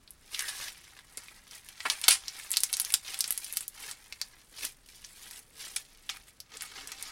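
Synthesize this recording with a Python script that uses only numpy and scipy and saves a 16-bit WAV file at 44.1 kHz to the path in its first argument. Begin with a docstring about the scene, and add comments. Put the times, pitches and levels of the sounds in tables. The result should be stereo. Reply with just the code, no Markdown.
"""A stone counter in a small quiet room: two hands squeeze, fold and press a bead-filled slime near a stereo microphone.
Trapped air pockets snap open as clicks coloured by their cavities, or tear out in squirts of many tiny ruptures.
Between the beads, clusters of random clicks crackle and small bubbles ring, following the strokes of the hands.
Echoes, fading noise and faint ringing tones give the sounds their tails; dull thuds and room air are added dry."""
import sys
import numpy as np
from scipy import signal
from scipy.fft import rfft, irfft
from scipy.io import wavfile
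from scipy.ndimage import uniform_filter1d

SR = 44100
rng = np.random.default_rng(int(sys.argv[2]) if len(sys.argv) > 2 else 0)


def bounce(signal):
    """Save signal as a 16-bit WAV file at the path given by the first command-line argument."""
    frames = np.transpose(np.atleast_2d(signal))
    limited = np.clip(frames, -1, 1)
    pcm = np.round(limited * 32767).astype(np.int16)
    wavfile.write(sys.argv[1], SR, pcm)


N = 313551
TIME = np.arange(N) / SR


def undb(db):
    """Turn decibels into a gain."""
    return 10 ** (np.asarray(db) / 20)


def unit(x):
    """Scale to an rms (average strength) of 1."""
    return x / np.sqrt(np.mean(x ** 2) + 1e-20)


def curves(table):
    """Join the columns of a table by straight lines in time."""
    s, *columns = np.transpose(table)
    return [np.interp(TIME, s, column) for column in columns]


def colour(x, points, size=512):
    """Filter through (frequency [Hz], level [dB]) points without pre-echo, so that clicks keep a sharp front."""
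    hz, db = np.transpose(points)
    bins = np.maximum(np.arange(size // 2 + 1) * SR / size, 1)
    gain = undb(np.interp(np.log(bins), np.log(hz), db))
    # folding the cepstrum onto its first half gives the filter with the earliest energy
    cepstrum = irfft(np.log(gain))
    cepstrum[1:size // 2] *= 2
    cepstrum[size // 2 + 1:] = 0
    response = irfft(np.exp(rfft(cepstrum)))
    return signal.fftconvolve(x, response)[:len(x)]


def resonance(x, hz, width_hz):
    """Let one band through, with gain 1 at its centre, like a ringing cavity."""
    centre_hz = min(hz, SR / np.e)  # stays safely below half the sample rate
    b, a = signal.iirpeak(centre_hz, Q=hz / width_hz, fs=SR)
    return signal.lfilter(b, a, x)


def hump(hz, octaves):
    """Broad response of a soft, heavily damped cavity, as (frequency [Hz], level [dB]) points."""
    bands = np.geomspace(50, SR / 2, num=60)
    distance = np.log2(bands / hz) / octaves
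    return np.c_[bands, -12 * np.log10(1 + distance ** 4 / 2)]


def clicks(count, rate, spread_db):
    """Random clicks of uneven size and either sign, about `rate` a second, with mean power 1."""
    there = rng.random(count) < rate / SR
    size = undb(spread_db * np.minimum(rng.standard_exponential(count), 4.5))
    sign = rng.choice([-1, 1], count)
    # dividing by the root of the rate keeps busy and sparse stretches equally strong
    return unit(there * size * sign / np.sqrt(rate))


def clumps(count, depth_db, size):
    """A wandering gain, smoothed over `size` samples, so that ruptures come in clumps."""
    wander = uniform_filter1d(rng.standard_normal(count), size=size)
    return undb(depth_db * unit(wander))


def add(track, s, sound):
    """Mix a sound into a track at time s."""
    start = max(int(s * SR), 0)
    part = sound[:max(N - start, 0)]
    track[start:start + len(part)] += part


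def film_break(t, rip_db, rip_s):
    """A film breaks with one click, then a burst of noise fades as its rim rips on."""
    return (t == 0) + undb(rip_db) * rng.standard_normal(len(t)) * np.exp(-t / rip_s)


def snap(level_db, hz, treble_db, cavity_db=2, rip_db=-10, rip_s=0.00015, size=1024):
    """A breaking film excites the cavity behind it, which adds a short ring to the crack."""
    push = film_break(np.arange(size) / SR, rip_db, rip_s)
    top_db = 0.77 * treble_db + 13.5
    crack = colour(push, [(80, -36.0), (450, -21.0), (1500, -2.5), (6000, 3.5),
                          (10000, top_db), (15000, 1.07 * top_db - 7.0)])
    ring = resonance(crack, hz, hz / 3)
    return unit(unit(crack) + undb(cavity_db) * unit(ring)) * undb(level_db)


def snaps(level_db=-9.0):
    """Air pockets open singly, each with its own time, pitch and brightness."""
    # pockets: (time [s], level before the shared gain [dB], cavity pitch [Hz], treble setting [dB])
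    pockets = [(0.076, -48.5, 4270, -18), (0.106, -41, 11500, -9), (0.346, -29, 3530, -29),
               (0.392, -25, 7400, -14), (0.406, -29.5, 2120, -3), (0.422, -31, 1760, 4),
               (0.682, -36, 2720, -19), (1.687, -40, 2630, 0), (1.172, -32, 6900, -3),
               (1.51, -42.5, 5400, -11), (1.804, -33.5, 2220, -47), (1.899, -19.5, 3800, -20),
               (2.014, -31.5, 9000, -10), (2.081, -9, 3700, -1), (2.0832, -15, 1700, 7),
               (2.0865, -16, 5500, 0), (2.108, -24, 2400, -5), (2.281, -27, 5600, -25),
               (2.397, -38, 1920, -7), (2.505, -30, 10300, -5), (2.515, -22, 6940, -2),
               (2.531, -29.5, 4120, 3), (2.538, -27.5, 2980, -24), (2.561, -31, 4200, -21),
               (2.569, -16, 4130, -4), (2.604, -26.5, 4170, 8), (2.634, -15.5, 10400, -10.5),
               (2.696, -42, 2480, -27), (2.728, -23, 10200, -18), (2.768, -26.5, 9750, -13),
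               (2.798, -20.5, 11100, -14), (2.815, -26, 9900, 5), (2.848, -28, 10700, -19),
               (2.903, -33, 2580, 1), (2.922, -28.5, 10800, -9), (2.939, -14.5, 5070, -3),
               (3.143, -32, 2960, -9), (3.189, -29, 10100, -2), (3.206, -18.5, 5470, -7),
               (3.241, -26.5, 5160, -21), (3.277, -31, 9600, -11), (3.306, -20.5, 11100, -8),
               (3.323, -26, 3870, 6), (3.376, -25.5, 9900, -9), (3.444, -33.5, 10200, -18),
               (3.525, -30.5, 9900, -7), (3.536, -34, 10600, -19), (3.57, -21, 11600, -16.5),
               (3.607, -31.5, 9510, -15), (3.679, -29.5, 11700, -4.5), (3.912, -32.5, 8400, -22),
               (4.65, -27, 9340, -10), (5.046, -38.5, 5700, -19), (5.31, -38.5, 2310, -8),
               (5.761, -27.5, 7800, -13), (6.169, -43, 1370, -1), (6.402, -37, 5300, -6),
               (6.57, -36.5, 7800, -15), (6.608, -34, 7350, -31), (6.621, -31.5, 1900, 8),
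               (6.873, -34.5, 8740, -13), (6.918, -32.5, 6000, -9), (7.025, -30.5, 9600, -11)]
    out = np.zeros(N)
    for s, *pocket in pockets:
        add(out, s + .001, snap(*pocket))  # heard 1 ms after the table time
    return out * undb(level_db)


def pops(level_db=-9.5, rip_db=-14, rip_s=0.00083, size=1024):
    """One breaking film makes two joined air chambers ring together."""
    # double pockets: (time [s], level before the shared gain [dB], large chamber [Hz],
    #                  small chamber [Hz], small chamber against the large one [dB])
    double_pockets = [(0.989, -44, 1640, 3460, -4), (1.283, -41.5, 2230, 3400, -13),
                      (4.124, -32.5, 2480, 4070, 2.5), (4.214, -24, 2320, 4630, 13),
                      (6.092, -30, 1870, 3410, 7.5), (6.097, -29.5, 2150, 5450, 2)]
    out, t = np.zeros(N), np.arange(size) / SR
    for s, db, large_hz, small_hz, small_db in double_pockets:
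        push = film_break(t, rip_db, rip_s)
        large, small = (unit(resonance(push, hz, hz / 4.5)) for hz in (large_hz, small_hz))
        both = unit(large + undb(small_db) * small)
        add(out, s + .001, undb(db + level_db) * both)  # heard 1 ms after the table time
    return out


def kneading():
    """Add the strokes up into effort [dB] and the levels of wet and fine films [dB], led by the strongest stroke."""
    # strokes of the hands: (time of firm grip [s], build-up [s], hold [s], effort [dB],
    #                        large wet films [dB], finest films [dB]), both films against the effort
    strokes = [(0.345, 0.083, 0.13, -45, -7.5, -5), (0.475, 0.073, 0.013, -43.5, -6, 0.5),
               (0.579, 0.29, 0.11, -42.5, -6, -7), (0.769, 0.16, 0.13, -55.5, -7.5, -9),
               (0.92, 0.2, 0.092, -61, 6, -5.5), (1.18, 0.23, 0.21, -56.5, -1, -6),
               (1.548, 0.12, 0.018, -48.5, -3.5, -5.5), (1.659, 0.13, 0.072, -56, -3, -6.5),
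               (1.839, 0.17, 0.15, -48.5, -1, -6), (2.03, 0.038, 0.12, -42.5, -1.5, -9.5),
               (2.23, 0.18, 0.12, -51, -6.5, -15), (2.37, 0.21, 0.082, -47.5, -4, -3.5),
               (2.519, 0.086, 0.067, -45, -8, -8), (2.732, 0.3, 0.23, -47, -3.5, -3),
               (3.073, 0.081, 0.078, -41, -7, -8.5), (3.198, 0.091, 0.15, -46.5, -5.5, -5),
               (3.438, 0.21, 0.19, -48.5, -9.5, -3), (3.805, 0.11, 0.1, -45, -3.5, -5.5),
               (3.991, 0.09, 0.43, -60, -1, -4), (4.575, 0.055, 0.04, -48.5, -7, -10),
               (4.65, 0.13, 0.01, -40, -9, -3), (4.885, 0.079, 0.33, -57.5, -14, -6),
               (5.278, 0.44, 0.11, -53, -2.5, -1), (5.596, 0.053, 0.068, -44, -10.5, -7),
               (5.687, 0.25, 0.12, -51.5, -6.5, -3), (5.87, 0.068, 0.35, -63, -8, -6),
               (6.121, 0.12, 0.048, -55, -1.5, -4.5), (6.278, 0.049, 0.0089, -58.5, -1, -3),
               (6.545, 0.076, 0.021, -48.5, -3.5, -14.5), (6.623, 0.051, 0.045, -48, -4, -5.5),
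               (6.765, 0.22, 0.072, -46, -4, -13), (6.881, 0.043, 0.067, -49.5, -2, -12),
               (6.99, 0.076, 0.048, -49.5, -6, -12), (7.06, 0.17, 0.035, -46, -3.5, -13)]
    swell_db, ease_db_per_s, relax_db_per_s = 21, 6, 309.5  # before the grip, after it, after the hold
    rest_db = -73.5  # the slime never quite rests in the hands
    start, build, held, db, wet, fine = np.transpose(strokes)
    t = TIME[::64]
    since = t - start[:, None]
    drop = swell_db * np.maximum(-since, 0) / build[:, None]
    drop += ease_db_per_s * np.maximum(since, 0)
    drop += relax_db_per_s * np.maximum(since - held[:, None], 0)
    power = undb(db[:, None] - drop) ** 2
    total = power.sum(axis=0) + undb(rest_db) ** 2
    return curves(np.c_[t, 10 * np.log10(total), wet @ power / total, fine @ power / total])


def strays(count=190, level_db=-6, spread_db=8, low_hz=2000, octaves=1.77, treble_db=-15):
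    """Small pockets snap at random times, louder under a harder squeeze."""
    out, effort_db = np.zeros(N), kneading()[0]
    for when, pitch, strength in rng.random((count, 3)):
        db = effort_db[int(when * N)] + level_db + spread_db * (strength ** 2 - 1)
        add(out, when * N / SR, snap(db, low_hz * 2 ** (octaves * pitch), treble_db))
    return out


def squirts(size=8192):
    """Air tears out of a fold: a rush of tiny ruptures swells and dies away."""
    # folds: (time [s], level at the top before the last colouring [dB], rise [s], fall [s],
    #         centre [Hz], width [octaves])
    folds = [(0.336, -41.5, 0.0091, 0.0055, 3900, 0.65), (0.476, -38, 0.0082, 0.019, 4500, 1.1),
             (1.176, -40.5, 0.0018, 0.0046, 2600, 7), (1.853, -26.5, 0.003, 0.0096, 1240, 0.99),
             (1.902, -34, 0.0013, 0.024, 3880, 2.2), (2.037, -27.5, 0.0018, 0.0038, 4400, 0.62),
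             (2.082, -18.5, 0.00044, 0.0046, 2570, 1.63), (2.088, -20.5, 0.023, 0.021, 6290, 1.24),
             (2.734, -25, 0.0054, 0.0018, 5640, 0.48), (2.799, -28, 0.0014, 0.0052, 10000, 0.35),
             (2.939, -17.5, 0.0018, 0.0024, 5500, 1.03), (3.557, -38, 0.0024, 0.006, 8000, 0.62),
             (5.762, -27, 0.0031, 0.0033, 5370, 1), (6.091, -41, 0.0014, 0.022, 3150, 0.7)]
    out, t = np.zeros(N), np.arange(size) / SR
    for s, db, rise, fall, hz, octaves in folds:
        ruptures = clicks(size, rate=3500, spread_db=2.5) * clumps(size, 2.8, size=90)
        rush = unit(colour(ruptures, hump(hz, octaves)))
        swell = np.minimum(t / rise, np.exp(np.minimum(rise - t, 0) / fall))
        add(out, s, undb(db) * rush * swell)
    return colour(out, [(200, -4.5), (450, 0.0), (900, 6.5), (6000, 3.5), (10500, 7.5),
                        (12500, -15.5), (16000, -6)])


def crackle(wet_db=-1, crisp_db=0, fizz_db=6.0):
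    """Films between the beads burst in little clusters, faster and louder under a harder squeeze."""
    # colour of the large wet films: (frequency [Hz], level [dB])
    wet_colour = [(100, -38), (280, -32), (560, -17), (800, -7), (1300, -7.5), (1900, -2), (2600, -9.5),
                  (6000, -37.5)]
    # colour of the middle-sized crisp films: (frequency [Hz], level [dB])
    crisp_colour = [(1000, -23), (2200, 6), (3300, 9), (5200, 8.5), (7500, 7), (9500, -30), (16000, -51)]
    # colour of the finest, fizzing films: (frequency [Hz], level [dB])
    fizz_colour = [(3000, -30.5), (6500, -4), (8500, -0.5), (10200, -0.5), (12500, -7), (16000, -9.5)]
    effort, wet, fizz = kneading()
    rate = 1100 * undb(0.67 * (effort + 53))  # ruptures per second
    clusters = clumps(N, depth_db=2.5, size=200)
    shared = clicks(N, rate=0.37 * rate, spread_db=1.5)
    out = 0
    for points, db in ((wet_colour, wet + wet_db), (crisp_colour, crisp_db), (fizz_colour, fizz + fizz_db)):
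        # some ruptures are heard across all sizes of film, others in only one
        own = clicks(N, rate=rate, spread_db=3.5)
        films = clusters * (0.31 * shared + own)
        out = out + undb(effort + db) * unit(colour(films, points))
    return out


def bubbles(count=1200, size=512, level_db=0, spread_db=15, cycles=3.25, glide_per_s=40):
    """Small wet cavities ring for a few cycles, each at its own pitch, which rises as they open."""
    out, t = np.zeros(N), np.arange(size) / SR
    effort_db = kneading()[0]
    for when, pitch, strength in rng.random((count, 3)):
        hz = 1400 * 5 ** pitch
        # higher bubbles start louder but ring more briefly
        db = effort_db[int(when * N)] + level_db + spread_db * strength ** 2 + 7 * pitch
        tone = np.sin(2 * np.pi * hz * t * (1 + glide_per_s * t / 2))
        add(out, when * N / SR, undb(db) * tone * np.exp(-t * hz * 2 / cycles))
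    return out


def squish():
    """Pressing collapses larger pockets deep inside, muffled by the slime around them."""
    # presses of palms and fingers: (time at the firmest [s], level [dB], half length [s])
    presses = [(1.179, -54.5, 0.0059), (1.865, -45, 0.0071), (3.835, -65, 0.028), (4.529, -58.5, 0.007),
               (4.641, -61, 0.037), (5.643, -70.5, 0.24), (6.552, -59, 0.016), (6.87, -64, 0.13)]
    pressure = sum(undb(db) * np.exp(-((TIME - s) / half) ** 2 / 2) for s, db, half in presses)
    muffle = [(150, -23.0), (260, 2.0), (340, -3.5), (430, 6), (600, -6.0), (1500, -15.0)]
    return pressure * unit(colour(clicks(N, rate=1200, spread_db=-4), muffle))


def channel(width_hz=520):
    """Crackle rings a narrow air channel, whose pitch mostly sinks as it lengthens when the fingers let go."""
    # air channel: (time [s], pitch [Hz], level [dB])
    glide = [(.36, 2360, -51), (.385, 2130, -42.5), (.415, 1950, -41), (.44, 1800, -43), (.50, 1700, -49),
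             (.60, 1800, -62), (.69, 1780, -47), (.71, 1710, -87)]
    hz, db = curves(glide)
    # a rotating reference lets one fixed resonance follow the moving pitch
    turn = np.exp(2j * np.pi * np.cumsum(hz) / SR)
    pole = np.exp(-np.pi * width_hz / SR)
    ring = signal.lfilter([1], np.poly([pole, pole]), clicks(N, rate=450, spread_db=1.5) / turn)
    sounding = (TIME > glide[0][0]) * (TIME < glide[-1][0])
    return unit((ring * turn).imag) * undb(db) * sounding


def thuds(decay_s=0.000063, size=1024):
    """Three of the strong snaps give the air a short, dull push at their onset, which dies away at once."""
    # pushes: (time [s], level [dB])
    pushes = [(2.081, -33), (2.940, -24.5), (3.307, -19)]
    out, t = np.zeros(N), np.arange(size) / SR
    for s, db in pushes:
        add(out, s, undb(db) * np.exp(-t / decay_s))
    return out


def rings(x):
    """The counter and room hang on in faint tones, stronger once the lump lies on the counter."""
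    # ringing tones: (pitch [Hz], time to fade by 60 dB [s], level while the lump is held up [dB],
    #                 level once it lies on the counter [dB])
    tones = [(275, 0.43, -3, 10.5), (786, 0.27, 5.5, 10), (1254, 0.041, -20, 5), (1710, 0.22, -13.5, -6),
             (2220, 0.095, -2, 5.5)]
    lying = TIME > 5.9  # set down at this time [s]
    out = 0
    for hz, t60, held_db, lying_db in tones:
        drive = x * np.where(lying, undb(lying_db), undb(held_db))
        out = out + resonance(drive, hz, np.log(1000) / (np.pi * t60))
    return out


def path(echo_s=0.0026, echo_db=-9, near_db=-4, near_t60=0.043, far_db=-9, far_t60=0.15, size=8192):
    """From one spot to both microphone ports: direct sound, counter bounce, scatter from the hands, then walls."""
    # resonances of the left microphone port: (centre [Hz], width [Hz])
    port_modes = [(7000, 1800), (15900, 1850)]
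    t = np.arange(size) / SR
    height, angle = rng.uniform(-1, 1, 2)
    tail = sum(undb(db) * unit(undb(-60 * t / t60) * (t > .001))
               for db, t60 in ((near_db, near_t60), (far_db, far_t60)))
    # the scatter is most alike at both ports near 1500 Hz, less below and above
    common = colour(rng.standard_normal(size), [(300, -5.5), (1500, -1.0), (5000, -5.5)])
    scatter = [unit(common + rng.standard_normal(size)) * tail / np.sqrt(size) for _ in range(2)]
    tone = [(1500, -2.5), (7000, 1.5), (11000, -3.0), (16000, -8.5)]
    left, right = (colour(s, tone) for s in scatter)
    for port in (left, right):
        port[0] += 1  # direct sound
        port[int(echo_s * (1 + .3 * height) * SR)] += undb(echo_db)
    # the left port turns the phase around resonances that shift with the angle of arrival
    for hz, width_hz in port_modes:
        left = left - 2 * resonance(left, hz * (1 + .13 * angle), width_hz)
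    return np.array([left, right])


def room(x, count=8, size=1100):
    """The breaking jumps between spots on the lump, each with its own path; the ringing is common to all."""
    spot = np.repeat(rng.integers(count, size=N // size + 1), size)[:N]
    out = rings(x)
    for k in range(count):
        here = x * uniform_filter1d(1. * (spot == k), size=32)  # short crossfades
        out = out + signal.oaconvolve(here[None], path(), axes=1)[:, :N]
    return out


def air(level_db=-60):
    """Low rumble and faint hiss of the quiet room: coloured noise, partly shared by both sides."""
    # colour of the still air: (frequency [Hz], level [dB])
    air_colour = [(12, -23.5), (20, 5.5), (56, -4), (802, -20), (1370, -19), (9400, -30), (14700, -40.5),
                  (16000, -28)]
    common, left, right = (unit(colour(rng.standard_normal(N), air_colour, size=8192)) for _ in range(3))
    return undb(level_db) * unit(0.29 * common + np.array([left, right]))


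def scene():
    """Put the slime in its room; the dull thuds reach the microphone dry."""
    crunch = undb(-3.0) * (crackle() + bubbles())
    slime = snaps() + pops() + strays() + squirts() + crunch + squish() + channel()
    return room(slime) + thuds() + air()


def record(dry):
    """The left port is weaker in the mids; both ports clip at full scale, then the top is cut."""
    left = colour(dry[0], [(100, 0), (700, -2), (2000, -3.5), (4500, -.5), (15000, -.5)])
    ports = np.clip([left, dry[1]], -1, 1)
    top_hz = 15900
    steep_cut = signal.ellip(8, .2, 70, top_hz, fs=SR, output="sos")
    return signal.sosfilt(steep_cut, ports)


dry = scene()
out = record(dry)
bounce(out)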